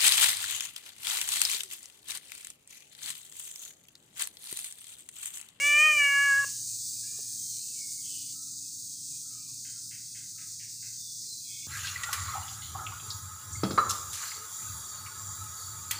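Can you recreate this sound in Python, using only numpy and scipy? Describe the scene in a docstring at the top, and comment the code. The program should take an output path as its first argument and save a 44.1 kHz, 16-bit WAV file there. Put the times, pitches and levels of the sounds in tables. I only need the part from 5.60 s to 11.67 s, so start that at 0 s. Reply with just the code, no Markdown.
"""A cat on a wooden chair in a concrete yard meows once, close to a phone: voiced partials and hissing air.
A dense chorus of insects, made of merged clicks, hisses and throbs in the treble; it sinks, then partly recovers.
Far animals call faintly as blurred gliding tones; a far bird rasps six times in smeared bands.
Paws tap and thud on the seat; thin streaks of noise come and go; a motor hums and rumbles low.
The phone has one microphone, so both channels are the same."""
import sys
import numpy as np
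from scipy import signal
from scipy.fft import rfft, irfft, next_fast_len
from scipy.io import wavfile
from scipy.ndimage import uniform_filter1d

SR = 44100
rng = np.random.default_rng(int(sys.argv[2]) if len(sys.argv) > 2 else 0)


def persist_wave(psi):
    """Save psi, clipped to +-1, as 16-bit WAV."""
    counts = np.round(np.clip(psi, -1, 1) * 32767).astype(np.int16)
    wavfile.write(sys.argv[1], SR, np.atleast_2d(counts).T)


N = 267687
M = next_fast_len(N)
GRID_HZ = np.maximum(np.arange(M // 2 + 1) * SR / M, 1)

# How the cat shapes its voice:
# (time [s], effort [dB], mouth resonance [Hz], brightness [dB per partial])
MEOW_SHAPE = [(0, -60, 2240, 2), (.043, -49, 2350, -1), (.188, -43.5, 2435, -3), (.266, -40, 2600, -5.5),
              (.357, -48, 2440, -3.5), (.414, -45, 2170, 2.5), (.5, -46, 2086, 1.9),
              (.58, -43.5, 1965, 1.6), (.65, -45, 2003, 1.6), (.71, -45, 1860, 0.5),
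              (.765, -48.5, 1800, 1.5), (.79, -51, 1677, 1.5), (.85, -46.5, 1463, 6)]


def undb(db):
    """Turn decibels into an amplitude factor."""
    return 10 ** (np.asarray(db) / 20)


def unit(x):
    """Scale to rms 1."""
    return x / np.sqrt(np.mean(x ** 2))


def columns(table, t):
    """Each column of a table, read at the times t."""
    s, *rest = np.transpose(table)
    return [np.interp(t, s, c) for c in rest]


def colour(x, points):
    """Shape a sound by (Hz, dB) points joined on a log-frequency axis."""
    hz, db = np.transpose(points)
    gain = undb(np.interp(np.log(GRID_HZ), np.log(hz), db))
    return irfft(rfft(x, M) * gain, M)[:N]


def walk(rate, size=N):
    """Random levels held 1 / rate s and slewed twice; rms 1."""
    k = max(int(SR / rate), 1)
    steps = np.repeat(rng.standard_normal(size // k + 1), k)
    slewed = uniform_filter1d(uniform_filter1d(steps, k), k)
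    return unit(slewed[:size])


def waver(width, size):
    """Random size and phase that spread a tone over about this many Hz."""
    return walk(width, size=size) + 1j * walk(width, size=size)


def add(track, start_s, sound):
    """Mix a short sound in at its time."""
    i = int(start_s * SR)
    track[i:i + len(sound)] += sound[:len(track) - i]


def meow():
    """Partials on one gliding pitch flutter where the voice is rough; air hisses past; the throat shuts fast."""
    # pitch of the voice: (time [s], pitch [Hz])
    pitch = [(0, 554), (.045, 577), (.085, 584.5), (.13, 585.5), (.24, 615.5), (.275, 617), (.33, 603),
             (.435, 570), (.49, 563.5), (.56, 562), (.65, 565), (.74, 552), (.81, 562), (.85, 552)]
    # spectrum of the hissing breath: (frequency [Hz], relative level [dB per Hz])
    air_colour = [(350, -40), (500, -12.5), (680, -41.5), (900, -40), (1300, -12), (2000, -8), (3000, -1),
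                  (3600, -16), (5000, -62)]
    clear, hoarse = .025, .12  # roughness, 0-1
    hoarse_from_s, hoarse_to_s, hoarse_edge_s = .33, .48, .05
    air_levels_db = (-51.5, -55.5, -53)  # start, middle and end of the call
    air_dies_db, air_dies_s, air_dies_bend = -11.5, 0.093, 1.7  # fall after this long, its curvature

    end_s = MEOW_SHAPE[-1][0]
    t = np.arange(int(end_s * SR)) / SR
    hz = uniform_filter1d(columns(pitch, t)[0], size=SR // 45)
    phase = 2 * np.pi * np.cumsum(hz) / SR
    inside_s = np.minimum(t - hoarse_from_s, hoarse_to_s - t)
    rough = clear + (hoarse - clear) * np.clip(.5 + inside_s / hoarse_edge_s, 0, 1)
    gust = undb(3.7 * walk(25, size=len(t)))  # a hoarse edge on the upper partials comes in gusts
    voice = 0
    for k, db in enumerate(partials(t, hz), 1):
        flutter = rough * min(k / 4, 1) * waver(250, len(t))
        flutter = flutter + 0.036 * (k > 2) * gust * waver(500, len(t))
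        voice = voice + np.sqrt(2) * undb(db) * np.imag((1 + flutter) * np.exp(1j * k * phase))
    out = np.zeros(N)
    add(out, 0, voice * np.clip((t[-1] - t) / 0.0037, 0, 1))

    now = np.arange(N) / SR
    air_db = np.interp(now, [0, end_s / 2, end_s], air_levels_db)
    air_db = air_db + air_dies_db * (np.clip(now - end_s, 0, 1) / air_dies_s) ** air_dies_bend
    hiss = unit(colour(rng.standard_normal(N), air_colour))
    return out + undb(air_db + 3.0 * walk(40)) * hiss


def partials(t, hz):
    """Levels [dB] of partials 1-6: effort and brightness, shaped by a moving mouth resonance."""
    # the fundamental: (time [s], level [dB])
    lowest = [(0, -54), (.12, -51), (.2, -47.5), (.3, -47), (.44, -55.5), (.85, -60.5)]
    throat_db, mouth_width_hz = (-0.9, 0, -6.5, 6), 370  # partials 2-5 before the mouth
    dip_s, dip_width_s, dip_db = .362, .024, -14  # partial 3 dips briefly
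    sixth_db, sixth_rise_s = -42.5, 0.059  # partial 6 shows early, then fades
    sixth_fade_db_s, sixth_rest_db = 108.5, -62.5
    shut_s, shut_db = 0.0068, (-35, -34, -54, -65, -42, -70)  # click as the throat shuts, partials 1-6

    effort_db, mouth_hz, bright_db = columns(MEOW_SHAPE, t)
    levels = columns(lowest, t)
    for k, db in enumerate(throat_db, 2):
        ratio = k * hz / mouth_hz
        damping = ratio * mouth_width_hz / mouth_hz
        mouth_db = -20 * np.log10((1 - ratio ** 2) ** 2 + damping ** 2)
        levels.append(effort_db + db + bright_db * (k - 3) + mouth_db)
    levels[2] = levels[2] + dip_db * np.exp(-((t - dip_s) / dip_width_s) ** 2)
    faded_s = sixth_rise_s + (sixth_db - sixth_rest_db) / sixth_fade_db_s
    levels.append(np.interp(t, [0, sixth_rise_s, faded_s], [sixth_rest_db, sixth_db, sixth_rest_db]))
    shut = np.clip(1 - (t[-1] - t) / shut_s, 0, 1)
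    return [db + shut * (last_db - db) for db, last_db in zip(levels, shut_db)]


def yard(x):
    """Concrete returns one smeared echo from the near wall and a short diffuse tail."""
    tail_t60_s, tail_db = .45, -27
    wall_s, wall_smear_s, wall_db = .04, .008, -19
    t = np.arange(SR // 2) / SR
    tail = rng.standard_normal(len(t)) * undb(-60 * t / tail_t60_s) * (t > .01)
    wall = rng.standard_normal(len(t)) * np.exp(-((t - wall_s) / wall_smear_s) ** 2)
    echoes = 0
    for part, db in ((tail, tail_db), (wall, wall_db)):
        echoes = echoes + undb(db) * part / np.sqrt(np.sum(part ** 2))
    return x + signal.fftconvolve(x, echoes)[:N]


def taps():
    """A paw lands softly: the seat rings briefly in damped modes and a dull rustle follows."""
    # soft taps on the chair: (time [s], seat level [dB], rustle level [dB])
    paw_taps = [(1.588, -52, -69), (1.999, -71, -89), (2.52, -64, -79), (4.53, -77, -87)]
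    # ringing modes of the wooden seat: (frequency [Hz], relative level [dB], T60 [s])
    chair = [(420, 4, .05), (720, 3, .03)]
    out, t = np.zeros(N), np.arange(SR // 5) / SR
    seat = sum(undb(db - 60 * t / t60) * np.sin(2 * np.pi * hz * t) for hz, db, t60 in chair)
    for s, db, rustle_db in paw_taps:
        band = np.real(waver(400, len(t)) * np.exp(2j * np.pi * 520 * t))
        rustle = undb(rustle_db - 60 * t / 0.3) * band
        add(out, s, (undb(db) * seat + rustle) * np.minimum(t / 0.0031, 1))
    return out


def thuds():
    """The whole seat gives a dull low bump, one damped tone, under the cat's weight."""
    # soft low thuds of paws on the seat: (time [s], level before rise and decay [dB])
    paw_thuds = [(3.5, -51), (3.92, -50)]
    thud_hz, rise_s, t60_s = 140, 0.013, 0.24
    out, t = np.zeros(N), np.arange(SR // 4) / SR
    bump = np.minimum(t / rise_s, 1) * np.sin(2 * np.pi * thud_hz * t)
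    for s, db in paw_thuds:
        add(out, s, undb(db - 60 * t / t60_s) * bump)
    return out


def chorus():
    """Insect clicks merge to a hiss, made as spiky noise; groups at each pitch throb together and alone."""
    # course of the chorus:
    # (time [s], level [dB], extra around 9 kHz [dB], extra above about 12 kHz [dB])
    course = [(0, -35, 1.5, 3), (2.7, -39, 1.5, 3), (2.75, -40, 1, 2.5), (4.43, -41.5, -1, 1.5),
              (6.07, -38.5, -3.5, 1)]
    # spectrum of the hiss: (frequency [Hz], relative level [dB per Hz])
    hiss_colour = [(2600, -52.5), (3200, -40.5), (3600, -14), (4700, -1.5), (5600, -2), (6400, 4.5),
                   (7100, 1), (8000, 2.5), (9400, -3.5), (10500, -16), (11200, -26), (11900, -26.5),
                   (12500, -20.5), (15500, -8)]
    surge_hz, surge_db, surge_peak_s, surge_fade_s = 6.8, 2.5, .07, 0.29  # surges in step at first

    t = np.arange(N) / SR
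    db, mid_db, top_db = columns(course, t)
    surge = np.exp(-(t / surge_fade_s) ** 2) * np.cos(2 * np.pi * surge_hz * (t - surge_peak_s))
    db = db + surge_db * surge
    clicks = rng.standard_normal(N) * undb(1.7 * rng.exponential(size=N))
    spectrum = rfft(unit(colour(clicks, hiss_colour)), M)
    octave = np.log2(GRID_HZ / 2000)
    beat = np.sin(2 * np.pi * 17.5 * t + 2.0 * walk(2.4))
    throb_db = .5 * walk(35) + 0.25 * walk(11) + .5 * beat
    out = 0
    for k in range(1, 19):
        # sixth-octave groups that overlap to a flat sum
        group = irfft(spectrum * np.clip(1 - np.abs(6 * octave - k), 0, 1), M)[:N]
        tilt_db = mid_db * np.clip(1 - abs(k - 13) / 4, 0, 1) + top_db * (k > 15)
        out = out + group * undb(tilt_db + throb_db + 0.93 * walk(9))
    return out * undb(db)


def far_calls():
    """Each call arrives by many paths: a gliding tone that wavers within its width, a blur above it."""
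    # faint far calls, blurred by walls: (time [s], length [s], rise [s], first pitch [Hz],
    # last pitch [Hz], width [Hz], relative level at the peak [dB])
    calls = [(1.411, .38, 0.033, 1640, 1726, 146, -65.5), (1.408, 0.44, .08, 2236, 2465, 287, -64.5),
             (1.422, .2, .04, 2720, 2750, 99, -71), (1.504, 0.21, .07, 1210, 1170, 80, -73.5),
             (1.843, 0.27, 0.15, 4300, 4190, 202, -49), (1.889, 0.23, 0.091, 2380, 2400, 403, -71),
             (2.12, 0.39, .1, 2395, 2170, 120.6, -59.5), (2.412, 0.35, 0.14, 3180, 2950, 252, -54.5),
             (2.471, 0.32, 0.086, 2840, 2690, 302, -64), (2.668, .12, .03, 2300, 2290, 150, -77),
             (2.73, .27, .05, 1298, 1300, 78, -69), (2.82, 0.2, 0.042, 2550, 2500, 59.7, -80),
             (3.0, 0.17, .07, 2620, 2490, 150, -73), (3.51, .18, 0.037, 920, 922, 80, -79),
             (3.512, .15, 0.025, 2450, 2490, 302, -68.5), (3.631, 0.26, .12, 1385, 1226, 198, -66),
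             (3.689, .33, .2, 2090, 2470, 297, -69.5), (3.707, 0.43, 0.025, 3100, 3060, 298, -76),
             (3.87, .09, 0.028, 1130, 1100, 200, -73.5), (4.13, .19, 0.038, 1420, 1374, 80, -71.5),
             (4.123, 0.15, 0.035, 1020, 1030, 100, -82), (4.735, .25, .05, 1315, 1270, 78.4, -66),
             (5.37, 0.32, 0.085, 3680, 3470, 124, -55.5), (5.618, .17, .03, 1900, 2080, 100, -79.5),
             (5.62, 0.26, 0.034, 2350, 2550, 295, -76), (5.638, 0.31, 0.11, 4190, 4060, 101, -48),
             (5.854, .4, 0.11, 2326, 2210, 150, -58)]
    start_db, end_db = -9.5, -17  # relative to the peak
    settle_s = .08  # time constant of the glide
    out = np.zeros(N)
    for s, length, rise, first_hz, last_hz, width, peak_db in calls:
        t = np.arange(int(length * SR)) / SR
        hz = last_hz + (first_hz - last_hz) * np.exp(-t / settle_s)
        tone = np.exp(2j * np.pi * np.cumsum(hz) / SR)
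        db = peak_db + np.interp(t, [0, min(rise, .9 * length), length], [start_db, 0, end_db])
        shape = undb(db) * signal.windows.tukey(len(t), .15)
        blur = undb(-11.5) * waver(2.9 * width, len(t)) * np.exp(2j * np.pi * 1.4 * width * t)
        paths = .6 + 0.9 * waver(width, len(t)) + blur
        add(out, s, shape * np.real(paths * tone))
    return out


def rasping_bird():
    """Short hoarse cries: each partial is smeared to a falling band, and the walls draw it out."""
    # far rasping calls: (time [s], relative level [dB], extra in partial 3 [dB],
    # extra in partial 6 [dB], blur [0-1])
    rasps = [(4.045, -52, 8.5, 3, 0), (4.3052, -47, 0.5, -4, 0.22), (4.545, -48.5, 4, -3, 0.05),
             (4.777, -50, 5.5, -10, 0.27), (4.9922, -48, -20, -5, 0.7), (5.2216, -50, 4, -12, 0.05)]
    # partials 3-6: (starting frequency [Hz], relative level [dB])
    rings = [(1600, -4), (2080, 4), (2600, 2), (3150, 1.5)]
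    hold_s, t60_s, lowest_hz = 0.042, 0.53, 1350  # decay of partial 3; the higher ones die faster
    out, t = np.zeros(N), np.arange(int(.3 * SR)) / SR
    decay = undb(-60 * np.maximum(t - hold_s, 0) / t60_s)
    shape = np.minimum(t / 0.0053, 1) * decay * np.clip((.26 - t) / 0.063, 0, 1)
    for s, db, low_db, high_db, blur in rasps:
        for k, (hz, ring_db) in enumerate(rings):
            extra_db = (low_db, 0, 0, high_db)[k]
            smear = waver(450 + 800 * np.clip(blur, 0, 1), len(t))
            band = np.real(smear * np.exp(2j * np.pi * hz * (t - 0.087 * t ** 2)))
            level = undb(db + ring_db + extra_db - 16.5)
            add(out, s, level * shape ** (1 + 0.17 * k) * band)
    return signal.sosfilt(signal.butter(6, lowest_hz, "high", fs=SR, output="sos"), out)


def patches():
    """Narrow streaks of noise under the chorus come and go, each on its own."""
    # faint streaks: (frequency [Hz], base level [dB])
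    streaks = [(400, -87.5), (560, -103), (700, -120), (1800, -120), (2000, -104), (2300, -98.5),
               (2600, -84), (2900, -97), (3100, -87), (3400, -81.5)]
    # shared swell of the streaks above 1 kHz: (time [s], level [dB])
    swell = [(0, -2), (1.6, 5), (2.7, 6), (2.9, -4), (5.35, -2), (5.5, -13), (5.75, -17), (5.9, 13.5)]
    come_db, rate_hz = 13, 10  # how far and how often a streak comes and goes
    out, t = 0, np.arange(N) / SR
    swell_db, = columns(swell, t)
    for hz in [430, 540, *range(1950, 3500, 140)]:
        base_db = np.interp(hz, *np.transpose(streaks))
        db = base_db + swell_db * (hz > 1000) + come_db * np.tanh(2 * walk(rate_hz) - 1)
        out = out + undb(db) * np.real(waver(200, N) * np.exp(2j * np.pi * hz * t))
    return out


def motor():
    """Low rumble, made of coloured noise, with three slightly wavering hum lines."""
    # the lowest hum line: (time [s], level [dB])
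    low_hum = [(0, -63), (.45, -65), (.8, -57), (1.9, -59.5), (2.25, -75), (2.55, -61), (3.35, -69),
               (3.96, -60.5), (5.5, -62.5), (6.07, -65.5)]
    # spectrum of the rumble: (frequency [Hz], relative level [dB per Hz])
    rumble_colour = [(25, -29), (50, -26.5), (85, -7), (122, -0.5), (221, -9.5), (330, -14), (500, -45),
                     (800, -40), (2200, -42), (3000, -73.5)]
    hum_hz, rumble_db = (113.6, 175, 274.5), -64
    high_hums_db, hold_s, fade_db_s = (-74, -67), 2.67, 3  # the upper two lines hold, then fade
    t = np.arange(N) / SR
    fade_db = fade_db_s * np.maximum(t - hold_s, 0)
    levels = columns(low_hum, t) + [db - fade_db for db in high_hums_db]
    hum = 0
    for hz, db in zip(hum_hz, levels):
        line = np.sin(2 * np.pi * hz * t + 0.42 * walk(17))
        hum = hum + undb(db + 1.73 * walk(2.2)) * line
    return hum + undb(rumble_db) * unit(colour(rng.standard_normal(N), rumble_colour))


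def scene():
    """The cat in its yard and on its chair, the far animals and the motor, at one microphone."""
    cat = yard(meow()) + taps() + thuds()
    background = chorus() + far_calls() + rasping_bird() + patches() + motor()
    mono = cat + background
    return np.array([mono, mono])


def record(dry):
    """The phone cuts the top with a steep low-pass."""
    top_hz = 15480
    return signal.sosfilt(signal.ellip(16, .2, 80, top_hz, fs=SR, output="sos"), dry)


dry = scene()
out = record(dry)
persist_wave(out)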